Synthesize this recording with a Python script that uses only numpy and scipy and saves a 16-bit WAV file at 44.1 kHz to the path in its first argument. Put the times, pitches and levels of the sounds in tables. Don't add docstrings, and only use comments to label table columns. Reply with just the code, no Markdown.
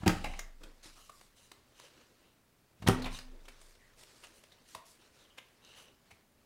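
import sys
import numpy as np
from scipy import signal
from scipy.fft import rfft, irfft
from scipy.io import wavfile
from scipy.ndimage import uniform_filter1d

SR = 44100
rng = np.random.default_rng(int(sys.argv[2]) if len(sys.argv) > 2 else 0)


def field_ratio(decibels):
    return 10 ** (np.asarray(decibels, dtype=float) / 20)


def store_pcm(level_fs):
    pcm = np.round(np.clip(level_fs, -1, 1) * 32767).astype(np.int16)
    wavfile.write(sys.argv[1], SR, np.atleast_2d(pcm).T)


N = 284709

# [f/Hz, relative level per Hz/dB]
HUSH_SPECTRUM = [(12, -12), (20, -6), (113, -8.5), (210, -11), (241, -10), (328, -12.5), (485, -18.5),
                 (558, -15), (738, -18.5), (1570, -21.5), (4060, -28.5), (12800, -30), (16000, -29.5)]
# [f/Hz, rms level/dB]
HUM_TONES = [(118.4, -83.5), (242.2, -85)]
# [f/Hz, t60/s]
ROOM_DECAY = [(100, 0.83), (400, 0.43), (1500, 0.39), (5000, 0.28), (12000, 0.24)]
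# [f/Hz, relative level per Hz/dB]
RUB_COLOUR = [(120, -41.5), (200, -8.5), (519, -4.5), (709, -11), (1000, -6.5), (2210, -3), (2750, -3),
              (4430, -0.5), (9400, -5), (16000, -21.5)]
CARD_MODES = [(1, 0.93), (1.349, 0.54), (2.102, 0.46), (3.3, 0.27)]
# [t/s, relative level/dB]
RUSTLE_LEVEL = [(0, -57), (.56, -70), (.8, -65), (1.3, -68.5), (1.62, -67), (1.9, -65), (2.2, -66),
                (2.4, -75), (2.76, -73), (2.85, -59.5), (3.3, -69.5), (3.55, -60), (3.8, -66), (4.3, -63),
                (4.6, -64.5), (5.1, -66), (5.5, -66), (6, -71), (6.15, -64.5), (6.27, -75.5), (6.456, -73)]
# [t at full speed/s, rise/s, hold/s, relative level/dB, tilt/dB per octave, scrape lift/dB]
STROKES = [(.1, .02, 0.14, -52.5, -2, 4), (0.283, 0.0067, 0.099, -57, -1, 16.5),
           (0.613, 0.013, 0.064, -60, -6.3, -13), (0.837, 0.013, 0.034, -49, -1.5, 0),
           (0.977, 0.085, 0.094, -61, 3.1, 13), (1.123, 0.018, .12, -61.5, 2.5, -9),
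           (1.366, .01, 0.095, -62.5, 2, 11), (1.791, 0.048, 0.07, -58, -1.5, 11),
           (1.925, .03, 0.099, -64, -5, 8), (2.24, .03, 0.059, -71.5, -6, 15),
           (2.9, .02, 0.1, -49.5, -8.5, 0), (3.136, 0.037, 0.025, -45.5, -1, 7.5),
           (3.17, 0.0091, 0.015, -54.5, -2.5, 13), (3.326, 0.09, 0.064, -69, -8, -12),
           (3.61, 0.024, 0.088, -64, 3.5, 0), (3.695, .02, 0.017, -69, 4, 1.5),
           (3.996, 0.042, 0.036, -53.5, -0.7, -6), (4.083, .03, 0.2, -59, -1, -3),
           (4.348, 0.022, .04, -65, 5.5, 7), (4.707, 0.067, 0.032, -56.5, 1.5, 5),
           (4.861, 0.013, 0.052, -59, 3.5, 1), (5.003, .02, 0.057, -63.5, -3.5, 7),
           (5.155, 0.045, 0.071, -62, -3, 4), (5.652, 0.042, 0.17, -60, -3.5, 17.5),
           (5.793, 0.028, 0.038, -66.5, 6.5, 6), (5.85, .01, 0.053, -67.5, -6, 16),
           (6.4, 0.068, .06, -77, -7.5, 2)]
# [f/Hz, relative level/dB, t60/s]
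STAND_MODES = [(24.6, -14, 1.8), (29.5, -18, 1.2)]
# [f/Hz, relative level/dB with
# the punch in its first place, relative level/dB after it has shifted, t60/s]
THUMP_MODES = [(61, -16, -22, 0.84), (90.2, -25, -4.5, 0.12), (104.9, -8.5, -1.5, 0.14),
               (138.5, -13.5, -17, 0.13), (176.4, -6.5, -2.5, 0.2), (217.5, -2, -2, 0.12),
               (254, -24, -16, 0.78), (309, 4, -6.5, 0.14), (336, -4, -14, 0.18), (365, -18, -9.5, 0.06),
               (386, -34, -9, 0.24), (475, -32, -7.5, 0.087), (570, -14, -16.5, 0.2), (770, -19, -19, 0.27),
               (770, -2, -9, 0.12), (892, 0, -16, 0.22), (917, 0.5, -16.5, 0.086), (1000, -6.5, -7.5, 0.04),
               (1250, 6, -6.5, 0.097), (1410, -24, -10.5, 0.091), (1730, -15.5, -23, 0.1)]
# [t/s, relative force/dB, contact/ms, sign of the force pulse]
BLOWS = [(0.008, -45, 7, 1), (0.034, -32.5, 4.7, -1), (0.064, -18, 1.6, -1), (0.071, -19.5, 3.4, 1),
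         (0.076, -42.5, 13, -1), (0.079, -20.5, 0.83, -1), (.082, -17.5, 3.1, 1), (0.245, -41.5, 4.7, 1),
         (0.641, -52.5, 2.6, 1), (0.858, -49.5, 1.42, 1), (2.803, -54, 5.8, 1), (2.824, -42, 4.1, 1),
         (2.843, -38, 2.9, 1), (2.863, -31.5, 1.8, -1), (2.873, -26, 5, -1), (2.886, -21, 3.7, -1),
         (2.8879, -6.5, 0.65, 1), (2.896, -13.5, 1.25, 1), (3.055, -38.5, 4.6, 1), (3.49, -63, 16, 1),
         (4.754, -56.5, 3.2, 1), (6.122, -60.5, 5.8, 1)]
# [t/s, peak level/dB, f of the struck part/Hz, its level above the crack/dB, t60/ms (at least 3 is used)]
CARD_TICKS = [(.636, -50, 3450, 8, 29), (.97, -62, 1250, 13, 156), (1.096, -47.5, 1200, 15.5, 25.4),
              (1.212, -54, 2310, 0, 16.6), (1.517, -46.5, 1300, 4.5, 13.2), (1.799, -48.5, 1300, 6, 12.5),
              (1.839, -63.5, 520, 13, 170), (3.455, -59, 3110, 7, 35), (3.484, -49, 2300, 8.5, 30.6),
              (3.615, -55.5, 8700, 12, 16.7), (3.753, -63, 1020, -8, 26), (3.82, -67.5, 1930, 18, 190),
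              (4.035, -52, 1500, -8, 13.5), (4.236, -57.5, 1000, 8, 60), (4.24, -52, 2860, 11, 51),
              (4.27, -54, 6530, 9, 10), (4.438, -54.5, 2620, 8, 13), (4.52, -60.5, 3780, 16, 48),
              (4.7495, -38.5, 1050, 5.5, 17.4), (4.757, -56, 640, 14, 90), (4.8, -76, 605, 7, 66),
              (5.2, -68, 3700, 14, 150), (5.251, -65, 3170, 20, 37), (5.305, -68, 3040, 32, 93),
              (5.378, -55, 2800, 9, 40), (5.382, -46, 2270, 23, 17.7), (5.386, -46, 3140, 20, 14.6),
              (5.486, -65.5, 5980, 0, 15), (5.649, -53.5, 5860, 8, 4.1), (5.77, -59.5, 10200, 4, 175),
              (6.110, -55, 2340, 12.5, 44)]
PUNCH_SNAPS = [(0.02, -50.5, 780, 12, 29), (.034, -44, 770, 2.5, 30), (0.063, -33.5, 2600, 7, 52),
               (.068, -29.5, 810, 4.5, 37), (0.078, -21, 6040, 3.5, 12.8), (.093, -30.5, 1460, 7, 49),
               (0.243, -35, 2490, 8, 28.5), (.247, -40.5, 770, 45, 60), (.256, -42, 2250, 12, 64),
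               (.296, -52, 785, 27, 50), (.337, -47, 2200, 13, 32), (0.392, -36, 6430, 7.5, 18.8),
               (.397, -48, 2120, 28, 26.7), (2.823, -48, 2010, -6, 40), (2.865, -38, 1020, -1, 28),
               (2.871, -32, 3820, 16, 21.3), (2.875, -23, 3200, 5, 20.8), (2.885, -24.5, 8900, 7, 11),
               (2.895, -28, 1372, 6.5, 40), (3.021, -44, 4260, 12, 40), (3.044, -38.5, 3660, 16, 26),
               (3.057, -39.5, 2420, 9, 70), (3.062, -42.5, 880, 6, 70), (3.148, -46, 3820, 20, 24),
               (3.188, -43, 4800, 10.5, 20.6)]


def evened(x):
    return x / np.sqrt(np.mean(x ** 2) + 1e-20)


def read(points, hz):
    f, value = np.transpose(points)
    return np.interp(np.log(hz + 1), np.log(f + 1), value)


def add(mix, s, sound):
    part = mix[max(round(s * SR), 0):][:len(sound)]
    part += sound[:len(part)]


def shaped(x, field_db):
    hz, t, spectra = signal.stft(x, SR, nperseg=256)
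    weighted = spectra * field_ratio(field_db(hz[:, None], t))
    return signal.istft(weighted, SR, nperseg=256)[1][:len(x)]


def hush():
    hz, t = np.fft.rfftfreq(N, 1 / SR), np.arange(N) / SR
    white = rfft(rng.standard_normal(N))
    air = evened(irfft(white * field_ratio(read(HUSH_SPECTRUM, hz)), N))
    hum = sum(field_ratio(db) * np.sqrt(2) * np.sin(2 * np.pi * f * t) for f, db in HUM_TONES)
    return field_ratio(-70) * air + hum


def room(x, count=3, turn_hz=3.3):
    slots, t, out = np.arange(150, SR - 20, 20), np.arange(N) / SR, np.zeros(N)
    for k in range(count):
        echoes = np.zeros(SR)
        echoes[slots + rng.integers(0, 20, len(slots))] = rng.choice([-1., 1.], len(slots))
        tail = shaped(echoes, lambda hz, t: -60 * t / read(ROOM_DECAY, hz))
        share = np.sqrt(2 / count) * np.cos(2 * np.pi * (turn_hz * t + k / count))
        out += signal.oaconvolve(x * share, tail / np.linalg.norm(tail))[:N]
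    return out


def friction_noise(grains_per_s=6000, grit_db=0.87):
    caught = rng.random(N) < grains_per_s / SR
    size = field_ratio(2.5 * np.minimum(rng.exponential(1, N), 4)) * caught
    fibres = evened(size * rng.standard_normal(N)) + 1.2 * rng.standard_normal(N)
    grit = evened(uniform_filter1d(rng.standard_normal(N), 200))
    return evened(fibres * field_ratio(grit_db * grit))


def rub(patchy_db=2.0, scrape_hz=2900, fade_db_per_s=203):
    patches = uniform_filter1d(rng.standard_normal((N // 128 + 2, 129)), 12, 0)
    patches = evened(uniform_filter1d(patches, 4, 1)).T

    def field_db(hz, t):
        bumps = sum(share * np.exp(-((hz - ratio * scrape_hz) / 330) ** 2) for ratio, share in CARD_MODES)
        octaves = np.log2(np.maximum(hz, 300) / 4000)
        power = field_ratio(np.interp(t, *np.transpose(RUSTLE_LEVEL)) - 4 * octaves) ** 2
        for s, rise, hold, db, tilt_db, scrape_db in STROKES:
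            onset = np.clip((t - s) / max(rise, .003) + 1, 0, 1)
            fade = field_ratio(-fade_db_per_s * np.maximum(t - s - hold, 0))
            power = power + (onset * fade * field_ratio(db + tilt_db * octaves + scrape_db * bumps)) ** 2
        return read(RUB_COLOUR, hz) + 10 * np.log10(power) + patchy_db * patches[:, :len(t)]
    return shaped(friction_noise(), field_db)


def thumps(shift_s=2.2):
    force, t = np.zeros((2, N)), np.arange(2 * SR) / SR
    for s, db, ms, sign in BLOWS:
        pulse = np.hanning(round(ms * SR / 1000) + 2)
        add(force[int(s > shift_s)], s - ms / 2000, np.sign(sign) * field_ratio(db) * pulse)
    hz, *place_db, t60 = np.transpose(THUMP_MODES)
    modes = field_ratio(-60 * t / t60[:, None]) * np.cos(2 * np.pi * hz[:, None] * t - .6)
    ringing = signal.oaconvolve(force, field_ratio(np.array(place_db)) @ modes, axes=1).sum(0)
    ringing = signal.sosfilt(signal.butter(2, 60, "high", fs=SR, output="sos"), ringing)
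    sway = sum(field_ratio(db - 60 * t / t60) * np.sin(2 * np.pi * hz * t) for hz, db, t60 in STAND_MODES)
    sway *= 1 - np.exp(-t / 0.039)
    stand = 0.77 * signal.oaconvolve(abs(force).sum(0), sway)
    return (ringing + stand)[:N] / 100


def snaps(rows, tilt_db, tilt_per_octave, rise_share, low_hz, top_hz, width=0.25):
    out, t, hz = np.zeros(N), np.arange(4096) / SR, np.fft.rfftfreq(4096, 1 / SR) + 1
    edges = 1 / (1 + (low_hz / hz) ** 4) / (1 + (hz / top_hz) ** 4)
    noises = rng.standard_normal((len(rows), 4096))
    for (s, db, part_hz, part_db, ms), noise in zip(rows, noises):
        part_tilt_db = tilt_db + tilt_per_octave * np.log2(part_hz / 2000)
        lift_db = part_db * np.exp(-(np.log2(hz / part_hz) / width) ** 2)
        colour_db = part_tilt_db * np.log2(hz / 2000) + lift_db
        t60 = max(ms, 3) / 1000
        rise = rise_share * t60
        swell = field_ratio(-60 * t / t60) * (1 - np.exp(-t / rise)) ** 3
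        crack = irfft(rfft(noise) * field_ratio(colour_db) * edges) * swell
        crack *= np.linalg.norm(swell) / swell.max() / np.linalg.norm(crack)
        add(out, s - rise, field_ratio(db) * crack)
    return out


def card_ticks():
    return snaps(CARD_TICKS, tilt_db=-3, tilt_per_octave=0.11, rise_share=.15, low_hz=380, top_hz=12500)


def punch_snaps():
    return snaps(PUNCH_SNAPS, tilt_db=-7.5, tilt_per_octave=2.3, rise_share=.09, low_hz=600, top_hz=16000)


def scene():
    punch, card, thump = punch_snaps(), card_ticks(), thumps()
    close = punch + card + thump + rub()
    echoes = room(field_ratio(-6) * punch + field_ratio(-7) * card + field_ratio(-17) * thump)
    return (close + echoes + hush())[None]


def roll_off(x):
    return signal.sosfilt(signal.butter(12, 16640, fs=SR, output="sos"), x)


def record(dry):
    low_pass = signal.firwin(255, 15900, fs=SR)
    limited = signal.oaconvolve(dry, low_pass[None], "same")
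    return roll_off(limited)


dry = scene()
out = record(dry)
store_pcm(out)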